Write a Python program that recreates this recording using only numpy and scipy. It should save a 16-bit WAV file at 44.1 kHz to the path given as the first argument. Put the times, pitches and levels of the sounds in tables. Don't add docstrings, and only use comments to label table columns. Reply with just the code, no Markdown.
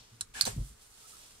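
import sys
import numpy as np
from scipy import signal
from scipy.fft import rfft, irfft
from scipy.io import wavfile
from scipy.ndimage import uniform_filter1d

SR = 44100
rng = np.random.default_rng(int(sys.argv[2]) if len(sys.argv) > 2 else 0)


def amplitude_ratio(level_db):
    exponent = np.asarray(level_db, float) / 20
    return 10 ** exponent


def to_wav(s):
    ch = np.atleast_2d(s).T
    pcm = np.round(np.clip(ch, -1, 1) * 32767)
    wavfile.write(sys.argv[1], SR, pcm.astype(np.int16))


N = 61739

# (frequency [Hz], density [dB per Hz])
AIR_SPECTRUM = [(120, -14), (200, -20.5), (448, 3), (558, -9.5), (1060, -9.5), (1210, -4.5), (1770, -10),
                (3690, -15), (16000, -22.5)]
# (frequency [Hz], density [dB per Hz])
RUMBLE_SPECTRUM = [(12, -37), (20, 2), (59, -5), (86, -9), (119, -3.5), (150, -13), (275, -14), (400, -35),
                   (520, -36), (880, -120)]
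# (frequency [Hz], correlation [-1 to 1])
AIR_LIKENESS = [(60, 0.96), (130, 0.96), (290, 0.77), (640, -1.11), (1410, 0.87), (3100, -0.11),
                (6820, -0.55), (15000, -0.03)]
# (time [s], rustle level [dB], dark cloth share [0-1])
ARM_MOVEMENT = [(0, -57, 0.94), (.05, -63, 0.95), (.12, -64.5, 0.75), (.2, -67.5, 0.54), (.33, -79, 0.1),
                (.55, -60, 0.03), (.62, -57, 0.25), (.69, -56, 0), (.72, -61, 0), (.76, -68, 0.23),
                (.82, -60, 0.3), (.9, -62.5, 0), (1., -56.5, 0.28), (1.1, -53, 0.25), (1.16, -55.5, 0.2),
                (1.24, -54.5, 0.46), (1.3, -57.5, 0.45), (1.4, -61.5, 0.38)]
# (frequency [Hz], density [dB per Hz])
CLOTH_BRIGHT = [(500, -20.5), (900, -10.5), (1500, -11), (2300, -19), (3100, -10), (4200, -10),
                (9200, -2.5), (10800, -8), (15500, -19.5)]
# (frequency [Hz], density [dB per Hz])
CLOTH_DARK = [(71, -34), (120, -13.5), (975, -9), (1120, -12), (1830, -15.5), (2640, -7.5), (5840, -5.5),
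              (15500, -38)]
# (centre time [s], span [s], level [dB], frequency [Hz])
FOLDS = [(1.049, 0.035, -64.5, 1295), (1.15, 0.02, -57.5, 1285), (1.8, .016, -63, 1300),
         (0.94, 0.025, -69, 4400), (1.195, 0.045, -71.5, 1700)]
# (time [s], peak level [dB], frequency [Hz], rise time [s])
KNOCKS = [(0.11, -53, 113.7, 0.024), (.2, -55, 98.4, 0.019), (0.341, -57, 55.5, 0.016),
          (0.432, -44, 114, 0.0077), (0.465, -39.5, 212, 0.0058), (.469, -37.5, 508, 0.0091),
          (.474, -33, 890, 0.0019), (.476, -24.5, 690, 0.0024), (.478, -46.5, 417, 0.019),
          (0.473, -40, 111.2, 0.019), (0.499, -42.5, 48.2, 0.05), (0.514, -49, 139, 0.015),
          (0.563, -33, 173, 0.0038), (.573, -28, 118, 0.0092), (0.58, -31, 48, 0.026),
          (0.608, -32.5, 122, 0.006), (0.632, -48, 134.7, 0.019), (0.689, -48.5, 57.7, 0.02)]
# (frequency [Hz], T60 [s])
YARD_DECAY = [(1000, 0.13), (4400, 0.097), (9000, 0.1), (15000, 0.053)]
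# (time [s], level [dB])
SLIDE_UP = [(.33, -87), (.342, -49.5), (.354, -45), (.375, -43), (.393, -41.5), (.405, -43.5),
            (.415, -43.5), (.45, -52), (.46, -87)]
# (time [s], level [dB])
SLIDE_HOME = [(.448, -67), (.455, -42.5), (.468, -34.5), (.485, -38), (.502, -44), (.53, -49.5),
              (.55, -54.5), (.57, -56.5), (.6, -65.5)]
# (frequency [Hz], density [dB per Hz])
UP_SPECTRUM = [(250, -10.5), (450, -21), (800, -8.5), (1150, -13.5), (2400, -1), (4000, -7.5), (8000, -7.5),
               (11500, -12.5), (14500, -33)]
# (frequency [Hz], density [dB per Hz])
HOME_SPECTRUM = [(150, -31), (250, -10), (906, -2.5), (1420, -8), (2160, -4), (2360, -6.5), (7980, -4),
                 (13900, -15.5), (16000, -45)]
# (frequency [Hz], width [Hz], level [dB], centre time [s], span [s])
UP_RINGS = [(1706, 69, 1.5, 0.365, 0.018), (1664, 130, -4, .394, 0.0063), (7800, 130, -10, 0.384, 0.015),
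            (6860, 130, -19, 0.37, 0.017), (9150, 180, -24, .37, 0.053), (11000, 200, -19, 0.48, 0.018)]
# (frequency [Hz], width [Hz], level [dB], centre time [s], span [s])
HOME_RINGS = [(8300, 400, -13, 0.497, 0.054), (6170, 180, -2, .465, .008), (1746, 50, -13.5, 0.493, 0.027)]
# (time [s], peak level [dB], frequency [Hz], T60 [s])
GLANCES = [(0.2123, -26.5, 6830, 0.01), (.2118, -30.5, 5540, .016), (.2128, -34.5, 1550, 0.013),
           (.2150, -42.5, 1250, 0.0081), (.2210, -50, 7400, .012), (.4137, -24, 6170, .012),
           (.4160, -32, 7900, .01), (.4191, -34, 8100, .01), (0.4214, -24, 8850, 0.0054),
           (.4228, -22, 6370, 0.012), (.4528, -28, 7740, 0.0089), (.4558, -34, 7460, .01),
           (0.4596, -35, 8300, .01), (.4645, -39, 5970, 0.011), (.4679, -33, 6320, 0.0081),
           (0.4777, -30, 8300, 0.01), (0.4825, -39, 8100, 0.015), (0.4883, -41, 8300, 0.017)]
# (time [s], peak level [dB], brightness [dB per octave], pitch of the loose part [Hz])
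TICKS = [
    (.2086, -41, 6, 4050),
    (.2093, -16.5, 2, 4050),
    (.2150, -33.5, -3.5, 4050),
    (.2200, -35, -6, 4050),
    (.821, -45.5, 14, 4050),
]
# (time [s], peak level [dB], brightness [dB per octave], pitch of the loose part [Hz])
CLACKS = [(.4095, -37, 19, 4370), (.4106, -5, 0, 4374), (.4133, -19, -3, 4700), (.4155, -32.5, -19, 4400),
          (.4192, -16, 2, 4420), (.4238, -35, -6, 4530), (.4268, -31, 7, 4560), (.4308, -30, -2, 4700),
          (.4343, -36, -8, 4340), (.4405, -26.5, -6, 4540), (.4527, -16.5, 3.5, 4110),
          (.4556, -23, 7, 4070), (.4601, -23, 6, 4800), (.4650, -31, 7, 3560), (.4695, -33, 8, 4180)]
# (frequency [Hz], level [dB], T60 [s], left minus right [dB])
HANDLE_MODES = [(1076, -18, 0.022, -7), (1468, -9, 0.032, 7.5), (4050, -0.5, 0.018, -7),
                (3940, -19, 0.14, -10), (4130, -21, 0.09, -1), (5740, -12.5, 0.009, 2),
                (7300, -8.5, 0.009, 12), (8100, 1, .009, 3), (9100, -5.5, 0.012, -7),
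                (9780, 0.5, 0.0078, -13), (11500, -24, 0.006, -5), (12500, -21, .006, -15)]
# (frequency [Hz], level [dB], T60 [s], left minus right [dB])
BAR_MODES = [(1140, -32, 0.021, -10), (1550, -13.5, 0.02, 8.5), (2320, -14, 0.015, -1),
             (4370, -1.5, 0.017, -5), (4200, -40, 0.062, -3), (4290, -24.5, 0.14, 2),
             (4800, -10, 0.017, -8), (5600, -24, .009, 4), (7280, -19, .009, 0), (8020, -9, .009, 0),
             (9300, -9, .009, -7), (11900, -20, 0.0035, -10), (13750, -27, 0.004, -10),
             (14800, -22, 0.0046, -16)]

LAG = 11
AIR_DB, RUMBLE_DB, CALMING_DB_PER_S = -68.5, -68, -3
ARM_LEAN_DB, FOLD_WIDTH_HZ = -3.5, 37
PLANK_LEAN_DB, PLANK_LAG, BODY_LAG = -3.5, 34, 2
SHUDDER_DB, SHUDDER_HZ, SHUDDER_WIDTH_HZ = -16, 206, 89
YARD_DB, YARD_ONSET_S = -11, 0.00076
GLANCE_RISE_S, GLANCE_LEAN_DB = 0.00043, -1
CRACK_S, CRACK_DB, GRIT_DB, GRIT_T60_S = 0.0006, -5.5, -9.5, 0.028
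SPREAD_DB, SPREAD_RAD = 1.5, 0.4
FREE_BELOW_HZ, LOOSE_ABOVE_HZ, DAMPED_T60_S, DAMPED_SPREAD = 5200, 3000, 0.007, 0.008
EDGE_HZ, TOP_HZ = 15750, 16500
TIME = np.arange(N) / SR


def evened(x):
    return x / np.sqrt(np.mean(x ** 2) + 1e-20)


def read(points, hz):
    f, value = np.transpose(points)
    return np.interp(np.log(hz + 1), np.log(f + 1), value)


def follow(rows, axis=1):
    return np.interp(TIME, np.transpose(rows)[0], np.transpose(rows)[axis])


def swell(s, span):
    return np.exp(-((TIME - s) / span) ** 2)


def colour(x, points):
    hz = np.fft.rfftfreq(N, 1 / SR)
    limits = np.minimum(hz / points[0][0], 1) ** 2 * (hz < EDGE_HZ)
    return evened(irfft(rfft(x) * amplitude_ratio(read(points, hz)) * limits, N))


def ring(x, hz, width):
    r = np.exp(-np.pi * width / SR)
    return evened(signal.lfilter([1], [1, -2 * r * np.cos(2 * np.pi * hz / SR), r * r], x))


def grit(per_s, spread_db, share):
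    happens = rng.random((3, N)) < per_s / SR
    size = amplitude_ratio(spread_db * np.minimum(rng.exponential(1, (3, N)), 4))
    left, right, shared = rng.standard_normal((3, N)) * happens * size
    share = np.clip(share, 0, 1)
    apart = np.sqrt(1 - share) * np.array([left, right])
    return apart + np.sqrt(share) * np.array([np.roll(shared, LAG), shared])


def place(out, s, left, right):
    at = round(s * SR)
    out[0, at + LAG:at + LAG + len(left)] += left
    out[1, at:at + len(right)] += right


def night():
    drift = uniform_filter1d(rng.standard_normal(N), 2500)
    lumps = amplitude_ratio(CALMING_DB_PER_S * (TIME - 1.5) + 2 * evened(drift))

    def air():
        hiss = amplitude_ratio(AIR_DB) * colour(rng.standard_normal(N), AIR_SPECTRUM)
        rumble = amplitude_ratio(RUMBLE_DB) * lumps * colour(rng.standard_normal(N), RUMBLE_SPECTRUM)
        return rfft(hiss + rumble)

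    left, other = air(), air()
    same = np.clip(read(AIR_LIKENESS, np.fft.rfftfreq(N, 1 / SR)), -1, 1)
    return irfft([left, same * left + np.sqrt(1 - same ** 2) * other], N)


def sleeve():
    dark_share = np.clip(follow(ARM_MOVEMENT, axis=2), 0, 1)
    flicker = amplitude_ratio(0.93 * evened(uniform_filter1d(rng.standard_normal(N), 400)))
    lean = amplitude_ratio([[ARM_LEAN_DB / 2], [-ARM_LEAN_DB / 2]])
    dark = colour(grit(14000, 2.1, 0.39), CLOTH_DARK)
    bright = colour(grit(14000, 3.0, 0.21), CLOTH_BRIGHT) * lean
    rub = np.sqrt(dark_share) * dark + np.sqrt(1 - dark_share) * bright
    fold = grit(9000, 1.5, 0.27)
    hum = sum(amplitude_ratio(db) * swell(s, span) * ring(fold, hz, FOLD_WIDTH_HZ) for s, span, db, hz in FOLDS)
    return amplitude_ratio(follow(ARM_MOVEMENT)) * flicker * rub + hum


def knocks():
    out, shake = np.zeros((2, N)), np.zeros(N)
    for s, db, hz, rise in KNOCKS:
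        u = np.maximum(TIME - s, 0) / rise
        shape = amplitude_ratio(db) * (u * np.exp(1 - u)) ** 1.94
        tone = shape * np.sin(2 * np.pi * hz * (TIME - s))
        if hz > 300:
            out += [amplitude_ratio(PLANK_LEAN_DB) * np.roll(tone, PLANK_LAG), tone]
        else:
            out += [np.roll(tone, BODY_LAG), tone]
        shake += shape ** 2
    rattle = rng.standard_normal((2, N)) + 0.98 * rng.standard_normal(N)
    return out + amplitude_ratio(SHUDDER_DB) * np.sqrt(shake) * ring(rattle, SHUDDER_HZ, SHUDDER_WIDTH_HZ)


def yard(x):
    hz, t, z = signal.stft(rng.standard_normal((2, 9000)), SR, nperseg=128)
    fading = z * amplitude_ratio(-60 * t / read(YARD_DECAY, hz)[:, None])
    tail = signal.istft(fading, SR, nperseg=128)[1]
    tail = tail * np.clip(np.arange(tail.shape[1]) / SR / YARD_ONSET_S, 0, 1)
    return signal.fftconvolve(x, tail / np.linalg.norm(tail[0]), axes=1)[:, :N]


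def slide(pressure, spectrum, rings):
    slips = grit(20000, 1.16, 0.073)
    sound = colour(slips, spectrum)
    for hz, width, db, s, span in rings:
        sound = sound + amplitude_ratio(db) * swell(s, span) * ring(slips, hz, width)
    return amplitude_ratio(follow(pressure)) * sound


def glances():
    out, t = np.zeros((2, N)), np.arange(3000) / SR
    for s, db, hz, t60 in GLANCES:
        envelope = amplitude_ratio(db - 60 * t / t60) * np.minimum(t / GLANCE_RISE_S, 1)
        tone = envelope * np.sin(2 * np.pi * hz * t)
        place(out, s, amplitude_ratio(GLANCE_LEAN_DB / 2) * tone, amplitude_ratio(-GLANCE_LEAN_DB / 2) * tone)
    return out


def strikes(events, modes):
    out, t = np.zeros((2, N)), np.arange(5000)[:, None] / SR
    hz, db, t60, lean_db = np.transpose(modes)
    damped = hz > FREE_BELOW_HZ
    loose = ~damped & (hz > LOOSE_ABOVE_HZ)
    mounted_t60 = np.where(damped, np.minimum(t60, DAMPED_T60_S), t60)
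    onset = np.sin(np.pi / 2 * np.minimum(t / CRACK_S, 1)) ** 2
    crack = (t / CRACK_S * np.exp(1 - t / CRACK_S)) ** 1.6
    decay = amplitude_ratio(-60 * t / mounted_t60) * onset + amplitude_ratio(CRACK_DB) * (hz > LOOSE_ABOVE_HZ) * crack
    band = signal.butter(3, [3300, 10800], "bandpass", fs=SR)
    spray_decay = amplitude_ratio(GRIT_DB - 60 * t.T / GRIT_T60_S)
    for s, peak_db, tilt_db, pitch_hz in events:
        phase_luck, level_luck, pitch_luck = rng.standard_normal((3, len(hz)))
        spray = signal.lfilter(*band, rng.standard_normal((2, len(t)))) * spray_decay
        seated_hz = np.where(loose, hz * pitch_hz / hz[loose][0], hz)
        struck_hz = seated_hz * (1 + DAMPED_SPREAD * damped * pitch_luck)
        wave = np.cos(2 * np.pi * struck_hz * (t - CRACK_S) + SPREAD_RAD * phase_luck) * decay
        level = amplitude_ratio(db + tilt_db * np.log2(hz / 4400) + SPREAD_DB * level_luck)
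        level = level / abs(wave @ level).max()
        left = wave @ (level * amplitude_ratio(lean_db / 2)) + 0.58 * spray[0]
        right = wave @ (level * amplitude_ratio(-lean_db / 2)) + spray[1]
        place(out, s, amplitude_ratio(peak_db) * left, amplitude_ratio(peak_db) * right)
    return out


def scene():
    latch = strikes(TICKS, HANDLE_MODES) + strikes(CLACKS, BAR_MODES) + glances()
    bolt = slide(SLIDE_UP, UP_SPECTRUM, UP_RINGS) + slide(SLIDE_HOME, HOME_SPECTRUM, HOME_RINGS)
    return latch + amplitude_ratio(YARD_DB) * yard(latch) + bolt + knocks() + sleeve() + night()


def top_cut(x):
    return signal.sosfilt(signal.butter(12, 16650, fs=SR, output="sos"), x)


def record(dry):
    lowpass = signal.firwin(255, TOP_HZ, fs=SR)
    mix = signal.oaconvolve(dry, lowpass[None], "same")
    return top_cut(mix)


dry = scene()
out = record(dry)
to_wav(out)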